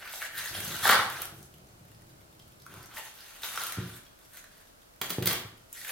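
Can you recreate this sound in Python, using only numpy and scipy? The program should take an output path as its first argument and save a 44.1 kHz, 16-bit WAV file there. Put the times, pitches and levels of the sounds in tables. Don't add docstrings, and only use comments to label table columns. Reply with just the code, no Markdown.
import sys
import numpy as np
from scipy import signal
from scipy.fft import rfft, irfft
from scipy.io import wavfile
from scipy.ndimage import uniform_filter1d

SR = 44100
rng = np.random.default_rng(int(sys.argv[2]) if len(sys.argv) > 2 else 0)


def store_pcm(level_fs):
    pcm = np.round(np.clip(level_fs, -1, 1) * 32767).astype(np.int16)
    wavfile.write(sys.argv[1], SR, np.atleast_2d(pcm).T)


N = 260631

# start and length in seconds, body (middle pitches) and fizz (treble) in dB,
# pitch of the mailer's hollow in Hz, its ring in dB. Levels in all tables are relative.
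RUBS = [(0.0, 0.098, -43, -50.5, 1560, 0), (.13, .07, -52, -42, 1650, 3),
        (0.21, 0.047, -44.5, -41.5, 1790, 8.5), (.38, .035, -40, -38.5, 1700, 9),
        (.44, .06, -43, -42.5, 1810, 2), (0.54, .29, -42, -40, 1500, -3.5),
        (1.122, 0.11, -43, -45.5, 1220, 4), (1.35, .1, -83, -57.5, 1260, 4),
        (2.721, 0.12, -56.5, -57, 1050, 9.5), (2.914, .03, -52.5, -58, 1180, 6),
        (2.976, .02, -47.5, -41.5, 800, 11), (3.04, .05, -52.5, -49, 1850, -6.5),
        (3.17, .24, -53, -52.5, 1400, -24), (4.225, .03, -65, -60.5, 1410, -3),
        (4.35, .04, -56, -50, 1430, 4.5), (4.52, .1, -64.5, -62, 1800, 9.5),
        (5.771, 0.072, -54.5, -44, 1850, 6.5), (5.885, .04, -44, -38, 1730, 0.5)]
# time in seconds, body in dB, fizz in dB.
SLIDE = [(3.42, -51, -43), (3.439, -34.5, -37), (3.48, -49, -41), (3.56, -44.5, -42.5), (3.63, -39, -38.5),
         (3.72, -45.5, -46), (3.78, -43, -54.5), (3.981, -56, -51)]
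# start in seconds, level in dB, brightness in dB per octave,
# pitch in Hz of the paper panel that flips.
CRINKLES = [(0.1368, -38, -9, 3770), (0.2172, -31, -3, 1630), (0.2244, -30.5, -2.5, 1640),
            (0.3784, -32, 5, 1490), (0.458, -33, 0.5, 1780), (0.5508, -35.5, -8, 3460),
            (0.6038, -31.5, 3.5, 1630), (0.6476, -33, 20, 7040), (0.7172, -37, 1, 1320),
            (1.0996, -34, 6, 1540), (1.2185, -26.5, 5, 1200), (1.2542, -35.5, 4.5, 1160),
            (1.4272, -48, 9, 6160), (1.5396, -52, 5, 2830), (2.3966, -52, 2, 3330),
            (2.6194, -51.5, 4.5, 5050), (2.6636, -41.5, 0.5, 1390), (2.739, -45, 0.5, 1160),
            (2.8288, -47, 14, 4580), (2.8582, -47, 9, 6190), (2.9694, -35.5, -0.5, 1900),
            (3.0528, -44, 15, 6700), (3.2064, -46.5, 3, 4570), (3.433, -31.5, -2, 4200),
            (3.5754, -26.5, -2.5, 1340), (3.6358, -30, 6, 1290), (3.6666, -32, 7.5, 2550),
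            (3.7222, -31, 3, 1460), (4.371, -42, 3.5, 1470), (4.4414, -46, 1.5, 1600),
            (5.728, -35.5, 15, 6990), (5.848, -36, 1, 1740), (5.8924, -34, 0.5, 1780)]
# time in seconds, body in dB, fizz in dB.
RIP = [(.82, -47, -38.5), (.845, -32, -27), (.88, -30, -31), (.92, -20, -25.5), (.955, -28, -43),
       (.98, -35, -40.5), (1.005, -25, -39), (1.03, -54, -42), (1.11, -58.5, -54)]
# start in seconds, level in dB, brightness in dB per octave.
CRACKS = [(0.8535, -16, -7.5), (0.8696, -21, -0.5), (0.8768, -18, 4), (0.8787, -19.5, -9.5),
          (0.8918, -14.5, 2), (0.8965, -14, -1), (0.9091, -21, 8), (0.9291, -20, -2), (0.9331, -20, 0),
          (0.9434, -25, 7), (0.952, -19, -1)]
# start in seconds, level in dB, brightness in dB per octave.
CLACKS = [(4.065, -54, -1), (5.0142, -23.5, 0), (5.0955, -33, 2), (5.1035, -24.5, 2), (5.2245, -30.5, 1),
          (5.2575, -21.5, 3.5), (5.2675, -23, 5), (5.272, -16.5, 3), (5.3091, -26, -1),
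          (5.3281, -25.5, 2.5)]
# pitch in Hz, width in Hz, level in dB.
PLUG_TONES = [(1210, 120, 0), (2070, 56, -9), (3310, 270, 6), (3950, 280, 9), (4440, 250, 6.5),
              (6160, 350, 0), (15300, 990, -2.5)]
# start in seconds, level in dB, contact time in seconds.
BUMPS = [(1.81, -41, 0.0059), (1.955, -40.5, 0.0069), (3.773, -29.5, 0.004), (3.784, -23, 0.0027),
         (3.801, -36, 0.0025), (3.839, -42, 0.0019), (5.0143, -51, 0.0012), (5.1841, -24.5, 0.00023),
         (5.222, -30.5, 0.0018), (5.271, -30.5, 0.003), (5.448, -30, 0.0062), (5.467, -44, 0.0043)]
# pitch in Hz, level in dB, seconds to fade by 60 dB.
DESK_TONES = [(107, -15, 0.033), (130, -1, 0.14), (160, -7, 0.14), (180.7, -2, 0.14), (228, -8, 0.1),
              (281, 0.5, 0.06), (364, 3, 0.059), (457, -7, 0.14), (660, -13.5, 0.045)]
# start in seconds, length in seconds, level in dB.
SQUEEZES = [(0.346, 0.065, -56), (0.515, .14, -47.5), (0.667, 0.08, -43.5), (0.834, 0.16, -44.5),
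            (1.328, .11, -49.5), (1.988, 0.15, -57), (2.707, 0.12, -51), (3.45, 0.45, -62)]
# frequency in Hz, level in dB.
RUB_COLOUR = [(150, -23.5), (400, -12), (560, -7), (720, -4.5), (950, -7), (1400, 0), (2000, -1.5),
              (2500, -2.5), (3600, -0.5), (5200, -7.5), (6200, -5), (7200, -9), (12500, -2), (16000, -7)]
RIP_COLOUR = [(100, -30), (220, -18.5), (340, -24), (470, -12.5), (600, -15.5), (790, -7), (950, -10.5),
              (1400, -2), (1950, -6), (2480, -16), (3700, -12.5), (7000, -27.5), (12500, -22.5),
              (16000, -25.5)]
CABLE_COLOUR = [(200, 5), (450, 0.5), (900, -4), (1300, 0.5), (1650, 0), (2050, 2), (2500, -3),
                (3300, -1.5), (4300, -7), (5500, -7.5), (7500, -10.5), (12000, -5), (14700, 1.5),
                (16000, -8)]
PADDING_COLOUR = [(40, -16), (75, 1.5), (115, 3.5), (190, 3), (250, -7.5), (330, -4), (480, -12),
                  (800, -16.5), (2000, -68.5)]
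HISS_COLOUR = [(12, -51), (20, -2.5), (81, -4.5), (110, -6.5), (472, -13.5), (642, -9.5), (738, -15),
               (897, -16), (1480, -17), (1760, -21), (3340, -22.5), (3630, -23.5), (3950, -22),
               (14700, -25.5), (16000, -29)]
# frequency in Hz, seconds to fade by 60 dB, level in dB.
ROOM_ECHO = [(100, 0.48, -2), (303, 0.54, 0.5), (800, 0.58, 2), (1560, 0.52, -0.5), (4000, 0.46, -1.5),
             (8600, 0.31, -0.5), (15000, .33, -11.5)]
# frequency in Hz, side against mid in dB (see widen).
ECHO_WIDTH = [(100, -37.5), (250, -18), (700, -7.5), (1300, -6), (2400, 0), (4400, 2), (8000, 4),
              (15000, 5)]
HISS_WIDTH = [(60, -14), (110, -9.5), (200, -1.5), (380, 2), (700, 2), (1290, 5), (2380, 3), (4400, 1),
              (8120, 0), (15000, 0.5)]

TIME = np.arange(N) / SR


def rubbing():
    strokes = [rub_levels(*row[:4]) for row in RUBS] + [SLIDE]
    hz, ring_db = hollow()
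    clicks = slips(per_s=6000, spread_db=4)
    clicks = clicks + gain_of(ring_db) * resonate(clicks, hz, width_hz=320)
    slide = paper_stroke(clicks, strokes, RUB_COLOUR, patchy_db=3)
    buckles = CRINKLES + small_creases(strokes)
    creases = snaps(buckles, RUB_COLOUR, length_s=0.0036, spread_db=2, panel_db=17.5)
    return gain_of(-3.5) * slide + gain_of(-2.5) * creases


def rub_levels(start_s, length_s, body_db, fizz_db, swell_s=0.077, release_s=0.039):
    end_s = start_s + length_s
    shape = [(start_s - swell_s, -20.5), (start_s, 0), (end_s, -0.5), (end_s + release_s, -20.5)]
    return [(s, body_db + db, fizz_db + db) for s, db in shape]


def hollow(slide_hz=1060, rise_hz_per_s=900, slide_ring_db=-3, wander_share=0.088, wander_s=0.05):
    grips = [(start_s + length_s / 2, hz, ring_db) for start_s, length_s, _, _, hz, ring_db in RUBS]
    grips += [(s, slide_hz + rise_hz_per_s * (s - SLIDE[0][0]), slide_ring_db) for s, _, _ in SLIDE]
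    s, hz, ring_db = np.transpose(sorted(grips))
    wander = np.interp(TIME / wander_s, np.arange(N), rng.uniform(-1, 1, N))
    return np.interp(TIME, s, hz) * (1 + wander_share * wander), np.interp(TIME, s, ring_db)


def small_creases(strokes, held_s=5.6, per_s=20, still_db=-58.5, low_hz=1300, high_hz=6500):
    when, size, panel = rng.random((round(held_s * per_s), 3)).T
    s = when * held_s
    fizz_db = level_curve(strokes, s, column=2)
    db = np.maximum(fizz_db + 1.5, still_db) + 4 * (2 * size - 1)
    brightness = np.full(len(s), 5)
    return list(zip(s, db, brightness, low_hz * (high_hz / low_hz) ** panel))


def ripping():
    run = paper_stroke(slips(per_s=2200, spread_db=-1), [RIP], RIP_COLOUR, patchy_db=2)
    cracks = snaps(CRACKS, RIP_COLOUR, length_s=0.0041, spread_db=3)
    return gain_of(-3.5) * (run + cracks)


def slips(per_s, spread_db):
    size = gain_of(spread_db * np.minimum(rng.exponential(1, N), 4))
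    return unit_level(size * rng.choice([-1, 1], N) * (rng.random(N) < per_s / SR))


def paper_stroke(clicks, strokes, colour, patchy_db):
    hz, t, bands = signal.stft(unit_level(coloured(clicks, colour)), SR, nperseg=256)
    patches = uniform_filter1d(rng.standard_normal(bands.shape), size=6, axis=0)
    patches = uniform_filter1d(patches, size=8, axis=1)
    bands = bands * gain_of(patchy_db * unit_level(patches))
    power = (abs(bands) ** 2).mean(1)
    body, fizz = (hz > 800) & (hz < 2500), hz > 5000
    body_db = level_curve(strokes, t) - 10 * np.log10(power[body].sum() / power.sum())
    fizz_db = level_curve(strokes, t, column=2) - 10 * np.log10(power[fizz].sum() / power.sum())
    fizz_share = look_up([(2000, 0.18), (7000, 1.0)], hz)[:, None]
    bands = bands * gain_of((1 - fizz_share) * body_db + fizz_share * fizz_db)
    return signal.istft(bands, SR, nperseg=256)[1][:N]


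def snaps(rows, colour, length_s, spread_db, panel_db=0, panel_sharpness=6.5):
    out, t = np.zeros(N), TIME[:2048]
    for s, db, tilt_db, *panels in rows:
        clicks = rng.standard_normal(len(t)) * gain_of(spread_db * rng.standard_normal(len(t)))
        burst = coloured(clicks * np.exp(-(t / length_s) ** 2), colour, tilt_db)
        for hz in panels:
            burst = burst + gain_of(panel_db) * resonate(burst, hz, hz / panel_sharpness)
        burst *= np.sqrt(.005 * SR / np.sum(burst ** 2))
        add(out, s, gain_of(db) * burst)
    return out


def cable(rattle_s=0.021):
    clacks = snaps(CLACKS, CABLE_COLOUR, length_s=0.0056, spread_db=2.5)
    clacks = clacks + sum(gain_of(db) * resonate(clacks, hz, width) for hz, width, db in PLUG_TONES)
    decay = np.exp(-1 / (rattle_s * SR))
    shake = np.sqrt(signal.lfilter([1 - decay], [1, -decay], clacks ** 2) + 1e-20)
    rattle = shake * unit_level(coloured(slips(per_s=1300, spread_db=-0.5), CABLE_COLOUR))
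    return gain_of(-6.5) * clacks + gain_of(-11) * rattle


def desk(shove_s=0.0013):
    out, t = np.zeros(N), TIME[:SR // 2]
    ring = sum(gain_of(db - 60 * t / fade) * np.sin(2 * np.pi * hz * t) for hz, db, fade in DESK_TONES)
    shove = (1 - t / shove_s) * np.exp(-t / shove_s)
    for s, db, contact_s in BUMPS:
        force = t * np.exp(-4 * t / contact_s)
        add(out, s, -gain_of(db) * signal.fftconvolve(force / force.sum(), .5 * ring + shove))
    return gain_of(1) * without_bass(out, hz=97)


def padding(swell_s=0.04, release_s=0.064):
    squeezes = [[(s - swell_s, db - 17.5), (s, db), (s + hold_s, db), (s + hold_s + release_s, db - 17.5)]
                for s, hold_s, db in SQUEEZES]
    grip = [(1, -55), (3, -61)]
    pops = unit_level(coloured(slips(per_s=400, spread_db=2), PADDING_COLOUR))
    return gain_of(level_curve(squeezes + [grip], TIME) - 3.5) * pops


def nearby(x, bounce):
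    paths_s = np.array([[0, .0021, .0052], [.000015, .00216, .00513]])
    delays = np.exp(-2j * np.pi * paths_s[..., None] * np.fft.rfftfreq(N, 1 / SR))
    return irfft(rfft(x) * (delays[:, 0] + bounce * delays[:, 1:].sum(1)), N)


def room(x, visit_s=.012, spots=4):
    place = (TIME / visit_s - np.arange(spots)[:, None]) % spots
    shares = np.sin(np.pi / 2 * np.minimum(place, 2))
    return sum(echo(share * x) for share in shares)


def echo(x, rise_s=0.0025):
    hz, t, bands = signal.stft(rng.standard_normal((2, SR)), SR, nperseg=256)
    shape = gain_of(-60 * t / look_up(ROOM_ECHO, hz)[:, None]) * (1 - np.exp(-(t / rise_s) ** 2))
    shape /= np.sqrt(SR * (shape ** 2).mean(1, keepdims=True))
    shape *= gain_of(look_up(ROOM_ECHO, hz, column=2))[:, None]
    mid, side = signal.istft(bands * shape, SR, nperseg=256)[1]
    return signal.fftconvolve(x[None], widen(mid, side, ECHO_WIDTH), axes=1)[:, :N]


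def room_hiss():
    colour = gain_of(look_up(HISS_COLOUR, np.fft.rfftfreq(N, 1 / SR)))
    mid, side = irfft(rfft(rng.standard_normal((2, N))) * colour, N)
    return gain_of(-61) * widen(unit_level(mid), unit_level(side), HISS_WIDTH)


def widen(mid, side, width):
    side = irfft(rfft(side) * gain_of(look_up(width, np.fft.rfftfreq(len(side), 1 / SR))), len(side))
    return np.array([mid + side, mid - side])


def resonate(x, hz, width_hz):
    turn = np.exp(2j * np.pi * np.cumsum(hz * np.ones(len(x))) / SR)
    decay = np.exp(-np.pi * width_hz / SR)
    return 2 * (turn * signal.lfilter([1 - decay], [1, -decay], x / turn + 1e-18)).real


def coloured(x, colour, tilt_db=0):
    hz = np.fft.rfftfreq(2048, 1 / SR)
    log_gain = np.log(gain_of(look_up(colour, hz) + tilt_db * np.log2(np.clip(hz, 900, 12000))))
    mirrored = np.r_[log_gain, log_gain[-2:0:-1]]
    taps = np.fft.ifft(np.exp(np.conj(signal.hilbert(mirrored)))).real
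    return signal.oaconvolve(x, taps)[:len(x)]


def without_bass(x, hz):
    return signal.sosfilt(signal.butter(4, hz, "high", fs=SR, output="sos"), x)


def level_curve(stretches, t, column=1, fade_db_per_s=1500):
    curves = [np.transpose(rows) for rows in stretches]
    return np.max([np.interp(t, c[0], c[column]) - fade_db_per_s * abs(t - np.clip(t, c[0][0], c[0][-1]))
                   for c in curves], axis=0)


def look_up(table, hz, column=1):
    columns = np.transpose(table)
    return np.interp(np.log(hz + 1), np.log(columns[0] + 1), columns[column])


def gain_of(db):
    return 10 ** (np.asarray(db) / 20)


def unit_level(x):
    return x / np.sqrt(np.mean(x ** 2) + 1e-20)


def add(mix, s, sound):
    part = mix[max(round(s * SR), 0):][:len(sound)]
    part += sound[:len(part)]


def scene():
    paper = without_bass(rubbing() + ripping(), hz=110.3)
    clatter = without_bass(cable(), hz=132)
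    thuds = desk() + padding()
    lean_right = gain_of([[-1], [1]])
    near = nearby(paper, bounce=0.033) + nearby(clatter, bounce=0.2) * lean_right + thuds
    echoes = room(paper + clatter) + echo(thuds)
    return near + gain_of(-0.5) * echoes + room_hiss()


def record(dry):
    return signal.oaconvolve(dry, signal.firwin(511, 16250, window=("kaiser", 9), fs=SR)[None], "same")


dry = scene()
out = record(dry)
store_pcm(out)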